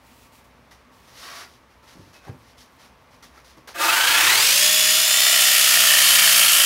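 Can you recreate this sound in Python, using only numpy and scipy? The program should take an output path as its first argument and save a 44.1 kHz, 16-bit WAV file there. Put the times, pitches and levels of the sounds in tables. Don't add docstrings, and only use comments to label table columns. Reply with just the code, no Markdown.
import sys
import numpy as np
from scipy import signal
from scipy.fft import rfft, irfft, next_fast_len
from scipy.io import wavfile
from scipy.ndimage import uniform_filter1d, minimum_filter1d

SR = 44100
rng = np.random.default_rng(int(sys.argv[2]) if len(sys.argv) > 2 else 0)


def wrap_up_sound(samples):
    columns = np.atleast_2d(samples).T
    tamed = np.clip(columns, -1, 1)
    steps = np.round(tamed * 32767).astype(np.int16)
    wavfile.write(sys.argv[1], SR, steps)


def volts_from_decibels(level):
    exponent = np.asarray(level, float) / 20
    return 10 ** exponent


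N = 293265
T = np.arange(N) / SR

# (frequency [Hz], level [dB])
SMALL_PARTS = [(60, -68), (250, -18), (520, -8.5), (600, -1), (16000, 0)]


def saw():
    # (time [s], rate [strokes/s])
    crank_speed = [(3.74, 8.35), (3.8, 9.38), (3.93, 12.63), (4.04, 14.35), (4.27, 16.24), (4.39, 20.7),
                   (4.48, 25.98), (4.6, 29.76), (4.7, 30.8), (4.88, 31.04), (5.2, 32.31), (5.38, 32.15),
                   (5.85, 30.17), (6.35, 28.98), (6.47, 29.22), (6.65, 30.21)]
    # (time [s], cutting level [dB])
    cutting = [
        (3.74, -37),
        (3.76, -37.5),
        (3.82, -20.5),
        (4.31, -14),
        (5.05, -16.5),
        (6.13, -11),
        (6.65, -13.5),
    ]
    # (time [s], blade pressure [0-1], forward lean [0-1.5])
    hands = [(3.76, 0.4, 0.1), (4.1, 0.95, 0), (4.4, 0.4, 0.25), (4.55, 0.5, 0.1), (4.75, 0.6, 0.3),
             (5., 0.8, 0), (5.25, 0.78, 1.05), (5.5, 0.86, 0.5), (5.62, 0.77, 0.3), (5.75, 0.54, 0.9),
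             (5.9, 0.8, 0.8), (6.1, 0.97, 1), (6.35, 0.87, 0.23), (6.65, 0.84, 0.2)]
    # times [s], then stages [0 winding up, 1 free, 2 loaded, 3 buried]
    stages = ([4.5, 4.65, 4.97, 5.08, 5.55, 5.75], [0, 1, 1, 2, 2, 3])
    # (frequency [Hz], level [dB])
    start_colour = [(2500, -6), (5000, -5), (15000, -4)]

    speed, cut_db = curves(crank_speed)[0], curves(cutting)[0]
    pressure, lean = curves(hands)
    turns = np.cumsum(speed * (T > crank_speed[0][0])) / SR
    stage = np.interp(T, *stages)
    fast = np.clip((speed - 18) / 11, 0, 1)
    deep = np.clip((T - 5.2) / 1.85, 0, 1)
    buried = step(T, 5.68, 0.36)
    kick = np.exp(-np.maximum(T - hands[0][0], 0) / 0.11)

    depth = 0.93 + 0.66 * np.exp(-((speed - 12.55) / 1.67) ** 2) + buried
    blade_turns = turns - 0.235 + 0.07 * step(T, 5.68, 0.1)
    hard = evened(stroke_throb(blade_turns, depth, lean) ** 2.6)
    bites = stroke_throb(blade_turns, depth, 0.18 * lean) ** 0.5
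    bites = bites * evened(same_teeth(turns, 0.35 * fast) + 0.38 * grit(per_s=6000, spread_db=3.0))
    chatter = hard * evened(same_teeth(turns, 0.7 * fast) + 0.5 * grit(per_s=1200, spread_db=2.0))

    mix = rasp(bites, speed, deep)
    mix = mix + frame(chatter, pressure)
    mix = mix + housing(evened(bites + 0.26 * chatter), speed, kick, lean)
    mix = mix + blade(chatter, fast * pressure)
    mix = mix + hard ** (1.5 - 0.9 * fast) * gear_whine(speed, turns, fast, kick, buried)
    mix = mix + gearbox_growl(chatter, speed, fast, kick, lean)
    under_way = step(T, 3.8, 0.02)
    mix = under_way * mix + (1 - under_way) * volts_from_decibels(8.0) * colour(mix, start_colour)
    onset = np.clip((T - cutting[0][0]) / 0.021, 0, 1)
    return volts_from_decibels(cut_db - 2.5) * np.array([mix, crank_orders(speed, turns, stage, deep)]) * onset


def stroke_throb(turns, depth, lean):
    forward_bite = (.3, .06, 1.1)
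    place, width, height = forward_bite
    slip = turns + 0.012 * wander(hz=10)
    half = (2 * (slip - 0.1)) % 1
    stroke = np.sin(np.pi * half ** 0.7) ** 0.8
    after = (slip - place + 0.5) % 1 - 0.5
    bite = height * np.exp(-(after / np.where(after < 0, width / 2, width)) ** 2)
    uneven = volts_from_decibels(0.9 * wander(hz=60))
    throb = 1 + np.clip(depth, 0, 3) * (stroke * uneven + np.clip(lean, 0, 2) * bite)
    return throb / np.sqrt(uniform_filter1d(throb ** 2, size=SR // 5))


def same_teeth(turns, share):
    size, memory = 1400, 0.8
    fresh = rng.standard_normal((100, size))
    worn = signal.lfilter([np.sqrt(1 - memory ** 2)], [1, -memory], fresh, axis=0)
    again = worn[turns.astype(int) + 5, (turns % 1 * size).astype(int)]
    return np.sqrt(share) * again + np.sqrt(1 - share) * rng.standard_normal(N)


def rasp(bites, speed, deep):
    # (frequency [Hz], level [dB per Hz])
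    slow_cut = [(53, -54), (90, -17), (218, -33), (302, -25), (455, -18), (685, -14), (832, -11),
                (907, -4.5), (1200, -5), (1630, -3.5), (1890, -3.5), (2610, -4), (15700, -16.5)]
    # (frequency [Hz], level [dB per Hz])
    fast_cut = [(35, -71), (70, -32), (221, -29), (488, -24.5), (616, -16), (815, -18.5), (2740, 1),
                (3790, -1.5), (5010, -1.5), (5770, -1.5), (10600, -5.5), (15700, -10.5)]
    # (frequency [Hz], level [dB per Hz])
    deep_cut = [(35, -70), (60, -61), (232, -18), (425, -45), (602, -17), (796, -30), (1360, -5),
                (1490, -10.5), (1600, -10), (2170, -7.5), (3150, 1.5), (3540, -9), (11900, -6),
                (15700, -14.5)]
    spun = step(speed, 21.8, 3.5)
    full = (1 - deep) * colour(bites, fast_cut) + deep * colour(bites, deep_cut)
    return (1 - spun) * colour(bites, slow_cut) + spun * full


def frame(chatter, pressure):
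    # (frequency [Hz], width [Hz], level [dB])
    frame_modes = [(1390, 30, -1), (1883, 49, -2.5), (2275, 140, 5.5), (2764, 81, 3.5), (3025, 140, 11.5),
                   (3240, 160, 2), (3720, 140, 0), (4300, 59, 3.5), (4770, 42, 1), (4970, 150, -16),
                   (6540, 97, -1), (8590, 140, 1.5), (10360, 33, -2), (11300, 140, 1)]
    return volts_from_decibels(-30 + 27 * pressure) * rings(chatter, frame_modes, drift_db=2.1)


def housing(drive, speed, kick, lean):
    # (frequency [Hz], width [Hz], level [dB])
    housing_modes = [(323, 34, 7.5), (531, 17, -6.5), (686, 7.3, -2.5), (894, 72, -2.5), (1210, 30, -10),
                     (1370, 84, -1.5), (1596, 150, 2), (2557, 45, 5)]
    level_db = -11 + 27 * kick + (-20 - 39 * lean) * step(speed, 18.3, 2.6)
    return volts_from_decibels(level_db) * rings(drive, housing_modes, drift_db=7.0)


def blade(chatter, strength):
    # (frequency [Hz], width [Hz], level [dB])
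    blade_modes = [(4320, 38, -2), (4570, 130, -2), (4920, 100, -2), (5240, 43, -1), (6700, 110, -5),
                   (7230, 110, 1), (8520, 150, -4), (9770, 130, -11), (10530, 50, 2), (11100, 33, -4),
                   (11900, 240, 2), (12400, 140, -5), (13200, 160, -5), (14400, 55, 0)]
    return volts_from_decibels(-10.5) * strength * rings(chatter, blade_modes, drift_db=4.0)


def gear_whine(speed, turns, fast, kick, buried):
    # (multiple of stroke rate [1], slow [dB], full speed [dB], added in the rush [dB], blur [0-1])
    mesh = [(91.5, -8, -6, 3, .6), (110.5, 7, 1, -7, .55), (162, -2, -5, 1, .7), (221.3, 5.5, 0, -4, .9),
            (331.5, -7, -5, 0, 1.0), (420, -16, -13, 2, 1.2), (442, -16, -11, 2, 1.2)]
    # (frequency [Hz], width [Hz], level against the whine [dB])
    gearcase = (5130, 170, -5)
    gain_per_s2 = uniform_filter1d(np.gradient(speed) * SR, size=2000)
    rush = step(gain_per_s2, 22, 10) * step(T, 4.37, 0.02)
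    whine = 0
    for multiple, slow_db, fast_db, rush_db, blur in mesh:
        wobble = blur * 2.0 * wander(hz=110)
        tone_db = slow_db + fast * (fast_db - slow_db) + rush * rush_db + wander(hz=15)
        whine = whine + volts_from_decibels(tone_db) * np.sin(2 * np.pi * multiple * turns + wobble)
    case_hz, case_width_hz, case_db = gearcase
    whine = whine + fast ** 2 * volts_from_decibels(case_db) * resonate(rng.standard_normal(N), case_hz, case_width_hz)

    level_db = -11 + 4.5 * fast - 13 * buried
    level_db = level_db - 5 * np.exp(-((T - 4.2) / 0.06) ** 2)
    level_db = level_db - 2.5 * kick
    level_db = level_db - 8 * (1 - step(T, 3.865, 0.02))
    return volts_from_decibels(level_db) * whine


def gearbox_growl(chatter, speed, fast, kick, lean):
    # (multiple of stroke rate [1], width [multiples], level [dB])
    bands = [(22.3, 3, 5), (37.3, 2, -13), (43.7, 3, -1), (60.7, 4, 21.5), (94.5, 5, 7)]
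    growl = sum(volts_from_decibels(db) * resonate(chatter, k * speed, width * 28) for k, width, db in bands)
    return volts_from_decibels(-25.5 + 28 * kick + 5.5 * fast + 7.5 * lean) * colour(growl, SMALL_PARTS)


def crank_orders(speed, turns, stage, deep):
    # (multiple of stroke rate [1], winding up [dB], free [dB], loaded [dB], buried [dB])
    orders = [(3, -55, -44, -44, -43), (5, -60, -43, -44, -52), (4, -46, -44, -46, -46),
              (6, -36, -30, -44, -34), (7, -39, -42, -36, -46), (8, -43, -36, -50, -38),
              (10, -48, -42, -48, -48), (12, -37, -36, -42, -45), (14, -44, -37, -43, -43),
              (16, -52, -42, -50, -45), (18, -38, -46, -32, -48), (19, -29, -32, -27, -48),
              (20, -28, -17, -24, -26), (21, -45, -40, -38, -31), (22, -31, -30, -29, -35),
              (23, -46, -40, -44, -33), (24, -48, -38, -29, -31), (25, -52, -48, -44, -36),
              (26, -36, -40, -37, -37), (27, -43, -46, -35, -42), (28, -50, -40, -46, -39),
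              (29, -38, -46, -36, -33), (30, -32, -34, -34, -41), (32, -29, -35, -37, -32),
              (34, -45, -39, -34, -36), (35, -38, -44, -31, -35), (36, -27, -24, -33, -35),
              (38, -35, -32, -35, -32), (39, -44, -39, -40, -28), (40, -37, -34, -30, -30),
              (42, -42, -33, -29, -29), (43, -33, -32, -27, -31), (44, -34, -38, -22, -31),
              (46, -40, -36, -38, -23), (47, -38, -40, -30, -22)]
    hum = 0
    for multiple, *stage_db in orders:
        order_db = np.interp(stage, np.arange(len(stage_db)), stage_db) + wander(hz=12.0)
        hum = hum + volts_from_decibels(order_db) * np.sin(2 * np.pi * (multiple * turns + rng.random()))
    level_db = -19 * (1 - step(speed, 13.8, 1.6)) - 1.5 * deep
    surge_db = 1.5 * np.clip(1 - stage, 0, 1)
    return volts_from_decibels(level_db + surge_db) * hum


def slide():
    # (start [s], level [dB], rise [s], hold [s], gain while held [dB], fall [dB/s])
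    drag = (1.185, -43, 0.05, 0.21, 3, 420)
    # (frequency [Hz], width [Hz], level [dB], gain along the slide [dB])
    body_modes = [(657, 40, -16, 1), (1130, 26, 2, -4), (1360, 25, -4, -2), (1620, 30, -9, -3),
                  (1900, 66, 3, -5), (2280, 52, -7, -5), (3100, 80, -6, -9), (3740, 150, 3, -8),
                  (4600, 230, 6, -1), (5300, 240, -1, -5)]
    # (frequency [Hz], level [dB per Hz])
    friction = [(88, -47), (150, -19), (204, -29), (382, -6.5), (506, -24), (637, -2), (856, -11),
                (1120, 0), (3200, -13), (4160, -35), (7040, -120)]
    start, db, rise, hold, gained_db, fall = drag
    slips = evened(rng.standard_normal(N) + 0.43 * grit(per_s=1900, spread_db=5.0))
    held = np.clip((T - start - rise) / hold, 0, 1)
    glide = 1 + 0.055 * (held - 0.5)
    modes = [(hz * glide, width, mode_db + gain_db * (2 * held - 1))
             for hz, width, mode_db, gain_db in body_modes]
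    body = colour(slips, friction) + volts_from_decibels(-1) * rings(slips, modes, drift_db=2.2)
    return volts_from_decibels(db - 5.5 + gained_db * held) * swell(start, rise, hold, 20, fall) * body


def knocks():
    # (time [s], peak [dB], frequency [Hz], T60 [s], puff share [0-1])
    thumps = [
        (1.945, -47, 150, 0.093, 0.98),
        (1.963, -40.5, 283, 0.079, 0.94),
        (1.989, -37.5, 103, 0.12, 0.62),
        (2.029, -43, 91.5, 0.13, 0.31),
        (2.07, -42, 88.8, 0.13, 0.4),
        (2.267, -35.5, 244, 0.084, 0.94),
        (2.288, -23, 108, 0.11, 0.22),
        (2.318, -35, 120, 0.072, .6),
        (2.339, -30, 97, 0.064, 0.35),
        (3.566, -45, 317, 0.14, 0.64),
    ]
    # (time [s], peak [dB], frequency [Hz], ring share [0-1], T60 [s])
    ticks = [(0.598, -62, 1090, 0.25, 0.12), (0.717, -43, 1940, 0.37, 0.12), (1.612, -51, 1130, 0.25, 0.12),
             (1.837, -40, 1310, 0.23, 0.11), (2.139, -46, 2570, 0.36, 0.43), (2.268, -37, 770, 0.69, 0.06),
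             (2.282, -32, 800, 0.96, 0.041), (2.279, -38, 1620, 0.42, 0.076),
             (3.014, -45, 1080, 0.25, 0.12), (3.109, -43, 990, 0.28, 0.11), (3.142, -44, 1050, 0.25, 0.11),
             (3.228, -36, 1360, 0.2, 0.099), (3.235, -38, 1170, 0.25, 0.12), (3.377, -37, 1334, 0.6, 0.047),
             (3.441, -44, 1080, 0.25, 0.12), (3.572, -37, 1095, 0.27, 0.099),
             (3.677, -22.5, 1600, 0.17, 0.052)]
    out, t = np.zeros(N), T[:SR // 3]
    for s, db, hz, t60, share in thumps:
        puff = share * resonate(resonate(rng.standard_normal(len(t)), 200, 340), 240, 500) / 6
        thump = np.sin(2 * np.pi * hz * t) + puff
        add(out, s, volts_from_decibels(db - 60 * t / t60) * thump * np.clip(t / 0.011, 0, 1))
    for s, db, hz, share, t60 in ticks:
        hiss = 0.073 * signal.lfilter([0.9], [1, -0.15], rng.standard_normal(len(t)))
        tick = hiss + share * np.sin(2 * np.pi * hz * t)
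        add(out, s, volts_from_decibels(db - 60 * t / t60) * tick * np.clip(t / 0.0012, 0, 1))
    return out


def rustle():
    # (start [s], level [dB], rise [s], hold [s], dull part [dB])
    brushes = [(0.708, -53.5, 0.0046, .012, 4), (0.914, -66, .012, 0.15, -5),
               (1.042, -56.5, 0.043, 0.16, 4), (1.135, -45.5, 0.049, 0.13, 0),
               (1.297, -43, 0.058, 0.059, -4), (1.473, -59, .01, 0.07, -10), (1.688, -65, .02, .02, 10),
               (1.822, -61, .01, .03, -5), (1.867, -54, .012, 0.058, 4), (1.958, -60.5, .02, 0.13, -5),
               (2.127, -54, .006, 0.036, 6), (2.215, -57, .035, 0.04, 13), (2.386, -59, .1, 0.025, 4),
               (2.57, -52, 0.015, 0.038, -10), (2.782, -55.5, 0.018, 0.059, 7.5), (3.1, -60, .03, .02, 10),
               (3.224, -49, .002, 0.017, 3), (3.31, -57.5, 0.064, .02, 12), (3.443, -55, .004, 0.068, 0),
               (3.568, -60.5, .005, 0.013, 10), (3.674, -44, 0.00088, 0.019, 7.5)]
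    # (frequency [Hz], level [dB per Hz])
    cloth = [(1180, -17), (2000, -5.5), (2380, -11), (2870, -2.5), (5730, -2), (8010, -14), (10700, -10.5),
             (15700, -20)]
    crackle = evened(rng.standard_normal(N) + 0.5 * grit(per_s=1900, spread_db=2.5))
    low = colour(crackle, [(250, -26), (450, 8.5), (1200, 7.5), (2500, 2), (3500, -69)])
    fine, dull = volts_from_decibels(-71.5), volts_from_decibels(-67)
    for start, db, rise, hold, dull_db in brushes:
        brush = volts_from_decibels(db) * swell(start, rise, hold, 12, 236)
        fine = np.hypot(fine, brush)
        dull = np.hypot(dull, volts_from_decibels(dull_db - 9.0) * brush)
    return fine * colour(crackle, cloth) + dull * low


def ear_muffs():
    # (start [s], level [dB], rise [s], hold [s])
    rubs = [
        (0.0, -58.5, 0.072, 0.18),
        (0.202, -69, .03, .04),
        (0.318, -57.5, .015, 0.054),
        (.44, -64, .003, 0.01),
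        (.92, -64, .01, .2),
        (2.3, -67, .03, .1),
        (2.69, -66, .03, .05),
    ]
    # (frequency [Hz], level [dB per Hz])
    padding = [(1470, -21), (2500, -2.5), (2760, -6), (3790, -8), (4060, -7), (5520, -9.5), (15700, -13)]
    noise = rng.standard_normal(N) + 0.4 * grit(per_s=1600, spread_db=4.0)
    level = sum(volts_from_decibels(db) * swell(start, rise, hold, 12, 236) for start, db, rise, hold in rubs)
    return level * colour(noise, [(1500, -30)] + padding)


def walls(x):
    # (frequency [Hz], T60 [s])
    decay = [(100, 0.31), (1000, 0.23), (4000, 0.15), (15000, 0.31)]
    noise = rng.standard_normal(SR // 2) * (T[:SR // 2] > 0.005)
    hz, t, z = signal.stft(noise, SR, nperseg=256)
    t60 = np.interp(hz, *np.transpose(decay))[:, None]
    tail = signal.istft(z * volts_from_decibels(-60 * t / t60), SR, nperseg=256)[1]
    return signal.fftconvolve(x, tail / np.linalg.norm(tail))[:N]


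def room_tone():
    # (frequency [Hz], level [dB per Hz])
    air_colour = [(15, -34), (25, -26), (70, -6.5), (179, -4), (254, -2), (324, -7), (602, -4.5),
                  (767, -7.5), (1090, -4), (1500, -10.5), (2020, -11), (6200, -26), (7200, -29),
                  (15700, -33)]
    # (frequency [Hz], level [dB])
    machine_tones = [(60, -61.5), (120, -68), (250, -66.5), (900, -68.5), (1060, -76), (1140, -69.5)]
    air = colour(rng.standard_normal(N), air_colour) * volts_from_decibels(-56.5 + 0.47 * wander(hz=12))
    return air + sum(volts_from_decibels(db) * resonate(rng.standard_normal(N), hz, 15.0) for hz, db in machine_tones)


def rings(drive, modes, drift_db):
    total = sum(volts_from_decibels(db + drift_db * wander(hz=9.6)) * resonate(drive, hz, width) for hz, width, db in modes)
    return colour(total, SMALL_PARTS)


def resonate(x, hz, width_hz):
    turn = np.exp(2j * np.pi * np.cumsum(hz * np.ones(len(x))) / SR)
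    r = np.exp(-np.pi * width_hz / SR)
    return (turn * signal.lfilter([np.sqrt(2 - 2 * r * r)], [1, -r], x / turn + 1e-18)).real


def colour(x, points):
    hz, db = np.transpose(points)
    size = next_fast_len(len(x))
    f = np.fft.rfftfreq(size, 1 / SR)
    gain = volts_from_decibels(np.interp(np.log(f + 1), np.log(hz + 1), db))
    return evened(irfft(rfft(x, size) * gain, size)[:len(x)])


def grit(per_s, spread_db):
    sizes = volts_from_decibels(spread_db * np.minimum(rng.exponential(1, N), 5))
    clicks = sizes * (rng.random(N) < per_s / SR)
    return evened(clicks * rng.standard_normal(N))


def wander(hz):
    size = max(int(SR / hz), 1)
    return evened(uniform_filter1d(uniform_filter1d(rng.standard_normal(N), size), size))


def swell(start, rise, hold, rise_db, fall_db_per_s):
    up_db = rise_db * np.minimum((T - start) / max(rise, 1e-3) - 1, 0)
    down_db = fall_db_per_s * np.maximum(T - start - rise - hold, 0)
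    return volts_from_decibels(up_db - down_db) * (T > start)


def step(x, at, spread):
    return 0.5 + 0.5 * np.tanh((x - at) / spread)


def curves(rows):
    s, *columns = np.transpose(rows)
    return [np.interp(T, s, c) for c in columns]


def evened(x):
    return x / np.sqrt(np.mean(x ** 2) + 1e-20)


def add(mix, s, sound):
    part = mix[round(s * SR):][:len(sound)]
    part += sound[:len(part)]


def scene():
    rattle, hum = saw()
    near = rattle + slide() + knocks()
    duck_db = np.interp(T, [3.8, 4.6], [0, -16])
    mono = volts_from_decibels(0.5) * near + hum + volts_from_decibels(-8.5) * walls(near)
    mono = mono + rustle() + volts_from_decibels(duck_db) * room_tone() + ear_muffs()
    return np.array([mono, mono])


def band_limit(x):
    return signal.sosfilt(signal.butter(12, 17020, fs=SR, output="sos"), x)


def record(dry):
    capsule = signal.lfilter(*signal.butter(2, 40, "high", fs=SR), dry)
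    allowed = np.minimum(0.76 / (np.abs(capsule) + 1e-9), 1)
    held = capsule * uniform_filter1d(minimum_filter1d(allowed, size=221), size=221)
    edge = signal.firwin(1023, 15790, window=("kaiser", 10), fs=SR)
    return band_limit(signal.oaconvolve(held, edge[None], "same"))


dry = scene()
out = record(dry)
wrap_up_sound(out)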